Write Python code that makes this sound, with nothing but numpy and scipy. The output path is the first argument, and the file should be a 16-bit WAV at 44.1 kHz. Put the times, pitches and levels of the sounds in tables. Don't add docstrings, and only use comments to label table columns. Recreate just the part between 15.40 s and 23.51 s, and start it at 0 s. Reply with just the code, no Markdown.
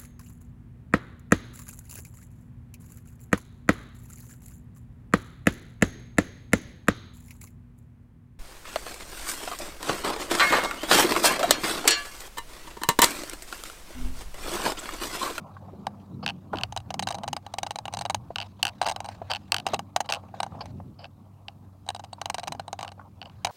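import sys
import numpy as np
from scipy import signal
from scipy.fft import rfft, irfft, next_fast_len
from scipy.io import wavfile
from scipy.ndimage import uniform_filter1d, map_coordinates

SR = 44100
rng = np.random.default_rng(int(sys.argv[2]) if len(sys.argv) > 2 else 0)


def put_to_file(sound):
    columns = np.atleast_2d(sound).T
    safe = np.clip(columns, -1, 1)
    whole_steps = np.round(safe * 32767)
    wavfile.write(sys.argv[1], SR, whole_steps.astype(np.int16))


N = 357651

# start in seconds, level of the crack in dB, level of the housing in dB.
PAWL_DROPS = [(0.468, -35.5, -22.5), (1.3238, -41, -34), (1.3635, -35.5, -27), (1.3741, -32, -31.5),
              (1.4022, -51, -48), (1.5048, -36, -29.5), (1.5412, -34.5, -29), (1.5937, -26.5, -26.5),
              (1.6246, -35, -28), (1.6297, -36, -42), (1.6715, -30, -24.5), (1.687, -33, -36),
              (1.7056, -38, -28), (1.7115, -39, -30), (1.7241, -37, -42), (1.7443, -41.5, -30.5),
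              (1.7505, -40.5, -34), (1.7845, -46, -36.5), (1.8341, -40.5, -31), (1.84, -44.5, -31),
              (1.878, -36, -28.5), (1.884, -38, -36), (1.93, -29, -25.5), (1.9652, -33, -29.5),
              (2.0644, -43.5, -35), (2.1385, -37.5, -29.5), (2.1843, -29, -25.5), (2.2309, -29.5, -25),
              (2.2649, -40, -30), (2.2682, -39.5, -39), (2.3074, -31, -28), (2.3166, -45.5, -50),
              (2.3575, -36, -30.5), (2.3865, -37, -30.5), (2.4542, -35, -32), (2.4802, -36.5, -30.5),
              (2.526, -49, -40), (2.5376, -33.5, -29), (2.546, -38, -39), (2.5702, -36, -29),
              (2.5888, -38.5, -36), (2.6106, -36, -28.5), (2.6192, -38.5, -35), (2.6522, -34, -26.5),
              (2.6592, -40.5, -30), (2.698, -31.5, -23.5), (2.7045, -34.5, -29), (2.7455, -26.5, -23),
              (3.4145, -30, -17.5), (3.4269, -37, -30), (3.4333, -43, -31), (3.4441, -41, -35),
              (3.4646, -29.5, -23), (3.474, -37, -24.5), (3.4859, -27.5, -26), (3.4945, -32.5, -30),
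              (3.4977, -31.5, -25.5), (3.5129, -36, -26), (3.5197, -39, -31), (3.5616, -35, -31),
              (3.6037, -37.5, -29), (3.6441, -47, -37), (3.6517, -48, -35.5), (3.659, -46, -45),
              (3.6874, -43, -30.5), (4.2654, -27, -21), (4.2747, -39.5, -34), (4.2862, -42, -40),
              (4.3324, -52, -29), (4.3358, -35, -24), (4.3433, -26.5, -24), (4.3608, -52, -40),
              (4.392, -34, -28.5), (4.5619, -23.5, -17), (4.6041, -30, -20.5), (4.6588, -52.5, -46),
              (4.6995, -33, -35), (4.7076, -36.5, -29.5), (4.7301, -45, -32), (4.94, -67, -35.5),
              (5.0019, -32, -22.5), (5.0306, -32.5, -24.5), (5.0391, -50, -39), (5.0638, -53, -34),
              (5.2569, -48.5, -40.5), (6.464, -59, -45), (6.4773, -59, -43), (6.4885, -32.5, -27),
              (6.503, -37, -31), (6.5474, -41, -34), (6.5625, -44, -39), (6.5947, -47, -35.5),
              (6.6004, -57.5, -44), (6.6385, -49.5, -37.5), (6.6448, -46.5, -47), (6.7296, -46, -34),
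              (6.8148, -34, -29.5), (6.8571, -30.5, -29), (6.8987, -29, -25), (6.9438, -32, -28.5),
              (6.9823, -36.5, -30), (6.9953, -39.5, -38), (7.032, -43.5, -33), (7.0375, -40, -34.5),
              (7.0735, -38, -31), (7.0785, -32.5, -29.5), (7.1213, -33.5, -29.5), (7.1487, -52.5, -37),
              (7.1957, -40.5, -28.5), (7.2799, -46.5, -33.5), (7.329, -35.5, -28), (7.3902, -39, -31.5),
              (7.4095, -40, -36), (7.4286, -36.5, -30), (7.4345, -47, -41), (7.4475, -44, -34.5),
              (7.5177, -52, -43.5), (8.0473, -25, -21), (8.0502, -29, -32.5), (8.0695, -35.5, -28.5)]
REBOUND_S, REBOUND_DB, REBOUND_SCATTER_DB = 0.00084, -4.5, 4

# mean frequency in Hz, mean relative level in dB, time to decay by 60 dB in seconds.
CRACK_MODES = [(2350, 1.5, 0.0081), (2910, 13.5, 0.0052), (3982, 0.5, 0.013), (4993, 7.5, 0.0054),
               (6070, 10.5, 0.0037), (6550, -0.5, 0.0048), (8270, 0, 0.0054), (10300, -22.5, 0.001),
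               (13190, -16, .004)]
SPRING_MODES = [(3936, -4, 0.016), (4440, -11.5, 0.015), (6500, -9.5, 0.0027), (8466, 0.5, 0.0043)]
HOUSING_MODES = [(795, 2, 0.024), (728, -13.5, 0.052), (879, -4, 0.019), (559, -23.5, 0.0047),
                 (1119, -8, 0.02), (1551, -11.5, 0.016)]
PLATE_MODES = [(1516, -4.5, 0.0088), (2376, -6, 0.0083), (2729, 5, 0.0077), (2956, 2.5, 0.0081),
               (3830, 0, 0.0053), (4510, 2, 0.006), (5400, -8.5, 0.0061)]
EDGE_MODES = [(6050, 10, 0.0031), (7980, 12, 0.0021), (10000, -4, 0.0043), (11100, -13.5, 0.0031),
              (13000, -7, 0.0036), (15000, -18, .003)]

# start in seconds, level of the first tick in dB,
# first flight in seconds, ratio of each flight to the one before, loss per bounce in dB (below 0: shaken
# ever harder), length of the run in seconds, treble over the first tick in dB.
RATTLE_RUNS = [(0.8624, -23.5, .0150, .75, 2.5, .044, -17), (1.1572, -41, .0140, 1, -4.5, .032, -17),
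               (1.211, -36, .0236, 1, -14, .03, -14), (2.9585, -25.5, .0255, .69, 2.5, .072, -15.5),
               (3.2288, -16.5, .0232, .70, 5, .067, -8.5), (3.9014, -40.5, 0.0057, 1.2, -7, .01, -12),
               (3.915, -24, .0200, .70, 3, .052, -14), (4.12, -16.5, .0235, .89, 5, .085, -8.5),
               (4.69, -31.5, .0085, 1, 0, .004, -20), (4.723, -21.5, .0133, .78, 6, .044, -8),
               (5.6431, -40.5, 0.01, .7, 5, .011, -26), (6.0827, -34, .01, .7, 4, .004, -24),
               (7.4785, -38.5, .0112, .7, 9, .013, -13.5), (7.8153, -37, .012, .7, 4.5, .014, -32),
               (7.8569, -44.5, .01, .7, 4, .004, -19), (7.897, -53.5, .01, .7, 6, .004, -17)]
ANSWER_DB, ANSWER_GROWTH = -37.5, .6
TREBLE_LOSS_DB = 1

# start in seconds, level in dB, mean pitch in Hz.
BUMPS = [(0.166, -41, 1060), (0.282, -44, 745), (0.332, -40, 390), (1.132, -28.5, 895), (1.133, -37, 1520),
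         (1.136, -32, 446), (1.15, -31, 298), (2.904, -31, 685), (3.816, -30.5, 653), (4.254, -42, 776),
         (4.335, -22, 730), (4.836, -46.5, 790), (4.887, -52.5, 780), (5.121, -45, 790),
         (5.149, -39.5, 780), (5.4, -39.5, 714), (6.782, -44, 930), (7.594, -40.5, 1020),
         (7.612, -47, 1080)]

# time in seconds, rubbing in the housing in dB, gear hiss in dB.
FRICTION_LEVELS = [(0.0, -52, -70), (0.9, -60, -73), (1.58, -59, -74), (1.76, -46.5, -69), (1.94, -63, -71),
                   (2.17, -56, -71), (2.53, -57.5, -72.5), (2.73, -57.5, -76), (3.03, -64, -69.5),
                   (3.66, -53, -68), (3.97, -59.5, -64.5), (4.52, -59, -77.5), (5.08, -56.5, -67.5),
                   (5.64, -64.5, -79.5), (6.53, -66, -78), (6.98, -57, -68.5), (7.61, -65.5, -78),
                   (8.11, -59.5, -68)]
# start in seconds, end in seconds, housing in dB, gear hiss in dB.
RUBS = [(1.131, 1.155, -30, -51), (1.167, 1.228, -39, -57.5), (3.032, 3.072, -53, -60.5),
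        (3.194, 3.219, -55, -60.5), (3.681, 3.752, -52, -53), (3.838, 3.905, -59, -83),
        (4.29, 4.355, -40.5, -48), (4.644, 4.668, -49, -56.5), (4.732, 4.801, -43.5, -63),
        (4.943, 5.005, -56, -63), (5.119, 5.202, -53, -77), (5.229, 5.312, -55, -65),
        (7.389, 7.483, -46.5, -66), (7.578, 7.684, -55, -83), (8.066, 8.105, -44.5, -59)]
# start in seconds, end in seconds, level in dB.
SCRAPES = [(0.829, 0.85, -44), (3.458, 3.47, -31.5), (3.901, 3.929, -34), (4.693, 4.703, -32.5),
           (5.208, 5.224, -38.5), (5.59, 5.668, -54.5), (7.852, 7.876, -57.5)]
SCRAPE_HOUSING_DB, SCRAPE_HISS_DB = 5, -13

# frequency in Hz, relative density in dB per Hz.
RUB_SPECTRUM = [(300, -46.5), (500, -1), (750, 2), (1150, -3), (1350, -9.5), (1800, -47.5)]
SCRAPE_SPECTRUM = [(1250, -30), (1550, -1), (1900, -18), (2500, -10), (3050, -1), (3600, -20), (4100, -12),
                   (4600, 0), (5100, -3), (5600, -24), (7000, -40), (15000, -70)]
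HISS_SPECTRUM = [(900, -39.5), (1500, 2), (2000, -5.5), (2400, -3.5), (3000, -5.5), (3450, -6.5),
                 (3950, -4.5), (4600, -8.5), (5400, -12.5), (7000, -16), (10000, -27), (15000, -29.5)]

# mean frequency in Hz, mean rms level in dB.
MOTOR_LINES = [(96.9, -52.5), (140.0, -62.5), (193.8, -67.5), (290.7, -68)]

# time in seconds, mean deep rumble in dB, mean wash in dB.
WIND_LEVELS = [(0.0, -67, -44), (0.15, -53, -53), (0.43, -49, -41.5), (0.67, -58, -52), (0.74, -49.5, -41),
               (1.04, -58, -47), (1.15, -42, -39.5), (1.33, -43, -58), (1.5, -50, -47), (1.93, -50, -43),
               (2.03, -58, -57.5), (2.75, -41.5, -48), (2.94, -51, -55.5), (4.0, -50, -54),
               (4.4, -56.5, -46), (4.54, -57.5, -56.5), (5.08, -52, -48.5), (5.2, -47, -44),
               (5.51, -44, -45), (5.59, -60.5, -56), (7.0, -57.5, -57.5), (7.15, -50, -44),
               (7.25, -57, -57), (8.11, -53, -55)]
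# frequency in Hz, relative density in dB per Hz.
RUMBLE_SPECTRUM = [(20, -25), (50, -15.5), (90, 0.5), (120, -0.5), (170, -28.5), (300, -60.5)]
WASH_SPECTRUM = [(70, -40.5), (130, -1.5), (200, 2), (300, -9), (420, -16.5), (600, -28), (900, -66)]
AIR_SPECTRUM = [(20, -30.5), (70, -6), (200, -12), (400, -30.5), (1100, -27.5), (1400, -36.5),
                (3000, -42.5), (16000, -43)]

TOP_HZ = 16000


def amp(db):
    return 10 ** (np.asarray(db) / 20)


def unit(x):
    return x / np.sqrt(np.mean(x ** 2) + 1e-20)


def wobble(rate):
    knots = rng.standard_normal(int(N * rate / SR) + 4)
    return map_coordinates(knots, [np.arange(N) * rate / SR])


def curves(rows):
    times, *columns = np.transpose(rows)
    return [amp(np.interp(np.arange(N) / SR, times, db)) for db in columns]


def filtered(x, response):
    size = next_fast_len(N + 8192)
    spectrum = rfft(x, size) * response(np.fft.rfftfreq(size, 1 / SR))
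    return irfft(spectrum, size)[..., :N]


def rush(spectrum, grain_db, grain_rate, patchy_db=0):
    f, db = np.transpose(spectrum)
    grains = rng.standard_normal(N) * amp(grain_db * wobble(grain_rate))
    z = signal.stft(grains, nperseg=256)[2]
    patches = uniform_filter1d(rng.standard_normal(z.shape), size=3, axis=0)
    patches = uniform_filter1d(patches, size=16, axis=1)
    drive = signal.istft(z * amp(patchy_db * unit(patches)), nperseg=256)[1][:N]

    def colour(hz):
        return amp(np.interp(np.log(hz + 1), np.log(f), db, -120, db[-1]))

    return unit(filtered(drive, colour))


def add_blow(out, s, db, modes, chatter, chatter_s, attack, echo_db):
    t = np.arange(2600) / SR
    hz, level, t60 = np.transpose(modes)[:, :, None]
    level_luck = 2.5 * rng.standard_normal((len(modes), 1))
    pitch_luck = .018 * rng.standard_normal((len(modes), 1))
    decay = amp(level + level_luck - 60 * t / t60)
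    ring = np.sum(decay * np.sin(2 * np.pi * hz * (1 + pitch_luck) * t), 0)

    settle = np.exp(-(t / (chatter_s * amp(2.2 * rng.standard_normal()))) ** 2)
    touching = rng.random(len(t)) < .1
    contacts = chatter * rng.standard_normal(len(t)) * touching * settle
    contacts += amp(echo_db - 60 * t / 0.06) * rng.standard_normal(len(t))
    contacts[0] = 1

    ring = signal.fftconvolve(ring, contacts)[:len(t)]
    ring *= 1 - np.exp(-(t / attack) ** 2)
    out[max(round(s * SR), 0):][:len(t)] += amp(db) * ring / np.sqrt(np.mean(ring[:220] ** 2))


def pawl():
    out = np.zeros(N + SR)
    delays = rng.exponential(size=len(PAWL_DROPS))
    lucks = rng.standard_normal(len(PAWL_DROPS))
    for (s, crack_db, housing_db), delay, luck in zip(PAWL_DROPS, delays, lucks):
        add_blow(out, s, crack_db, CRACK_MODES,
                 chatter=0.17, chatter_s=0.0042, attack=0.00037, echo_db=-44.5)
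        add_blow(out, s, housing_db, HOUSING_MODES,
                 chatter=0.021, chatter_s=0.005, attack=0.0018, echo_db=-42.0)
        rebound_db = crack_db + REBOUND_DB + REBOUND_SCATTER_DB * luck
        add_blow(out, s + REBOUND_S * delay, rebound_db, SPRING_MODES,
                 chatter=0.048, chatter_s=0.0029, attack=0.00066, echo_db=-49.5)
    return out[:N]


def rattle():
    out = np.zeros(N + SR)
    bounces = np.arange(7)
    for start, first_db, flight, ratio, loss_db, length, treble_db in RATTLE_RUNS:
        flights = flight * ratio ** bounces
        after = np.cumsum(flights) - flights
        for s, bounce in zip(start + after[after < length], bounces):
            tick_db = first_db - loss_db * bounce
            add_blow(out, s, tick_db, PLATE_MODES,
                     chatter=0.027, chatter_s=0.0016, attack=0.0012, echo_db=-56.0)
            add_blow(out, s, tick_db + treble_db - TREBLE_LOSS_DB * bounce, EDGE_MODES,
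                     chatter=0.16, chatter_s=0.0025, attack=0.00023, echo_db=-52.5)
            answer_db = ANSWER_DB + ANSWER_GROWTH * (tick_db + 29.5)
            add_blow(out, s + .001, answer_db, HOUSING_MODES,
                     chatter=0.072, chatter_s=0.0017, attack=0.0032, echo_db=-39.5)
    return out[:N]


def bumps():
    out = np.zeros(N + SR)
    for s, db, hz in BUMPS:
        modes = [(hz, 0, .025), (0.825 * hz, -6, .025), (1.42 * hz, -8, .02)]
        add_blow(out, s, db, modes, chatter=0.074, chatter_s=0.0079, attack=0.00152, echo_db=-38.5)
    return out[:N]


def press(start, end):
    times = [start - .003, start + .002, end - .004, end + .006]
    return np.interp(np.arange(N) / SR, times, [0, 1, .6, 0])


def handling():
    rub, hiss = curves(FRICTION_LEVELS)
    scrape = sum(amp(db) * press(start, end) for start, end, db in SCRAPES)
    rub = rub + amp(SCRAPE_HOUSING_DB) * scrape
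    hiss = hiss + amp(SCRAPE_HISS_DB) * scrape
    for start, end, housing_db, hiss_db in RUBS:
        stroke = press(start, end)
        rub = rub + amp(housing_db) * stroke
        hiss = hiss + amp(hiss_db) * stroke
    rub = rub * rush(RUB_SPECTRUM, grain_db=2.5, grain_rate=60, patchy_db=2.5)
    scrape = scrape * rush(SCRAPE_SPECTRUM, grain_db=2.5, grain_rate=250)
    hiss = hiss * rush(HISS_SPECTRUM, grain_db=3.0, grain_rate=140, patchy_db=3.5)
    return rub + scrape + hiss


def motor():
    turn = 2 * np.pi * np.cumsum(1 + 0.0066 * wobble(6)) / SR
    hum = np.zeros(N)
    for hz, db in MOTOR_LINES:
        hum += np.sqrt(2) * amp(db + 0.73 * wobble(13)) * np.sin(hz * turn)
    return hum


def wind():
    rumble, wash = curves(WIND_LEVELS)
    rumble = rumble * amp(1.3 * wobble(5.4)) * rush(RUMBLE_SPECTRUM, grain_db=1.0, grain_rate=11)
    wash = wash * amp(0.5 * wobble(6.3)) * rush(WASH_SPECTRUM, grain_db=2.0, grain_rate=29)
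    return rumble + wash


def outdoor_air():
    return amp(-62) * rush(AIR_SPECTRUM, grain_db=.5, grain_rate=8)


def scene():
    close = pawl() + rattle() + bumps() + handling()
    return (close + motor() + wind() + outdoor_air())[None]


def record(dry):
    return filtered(dry, lambda hz: hz < TOP_HZ)


dry = scene()
out = record(dry)
put_to_file(out)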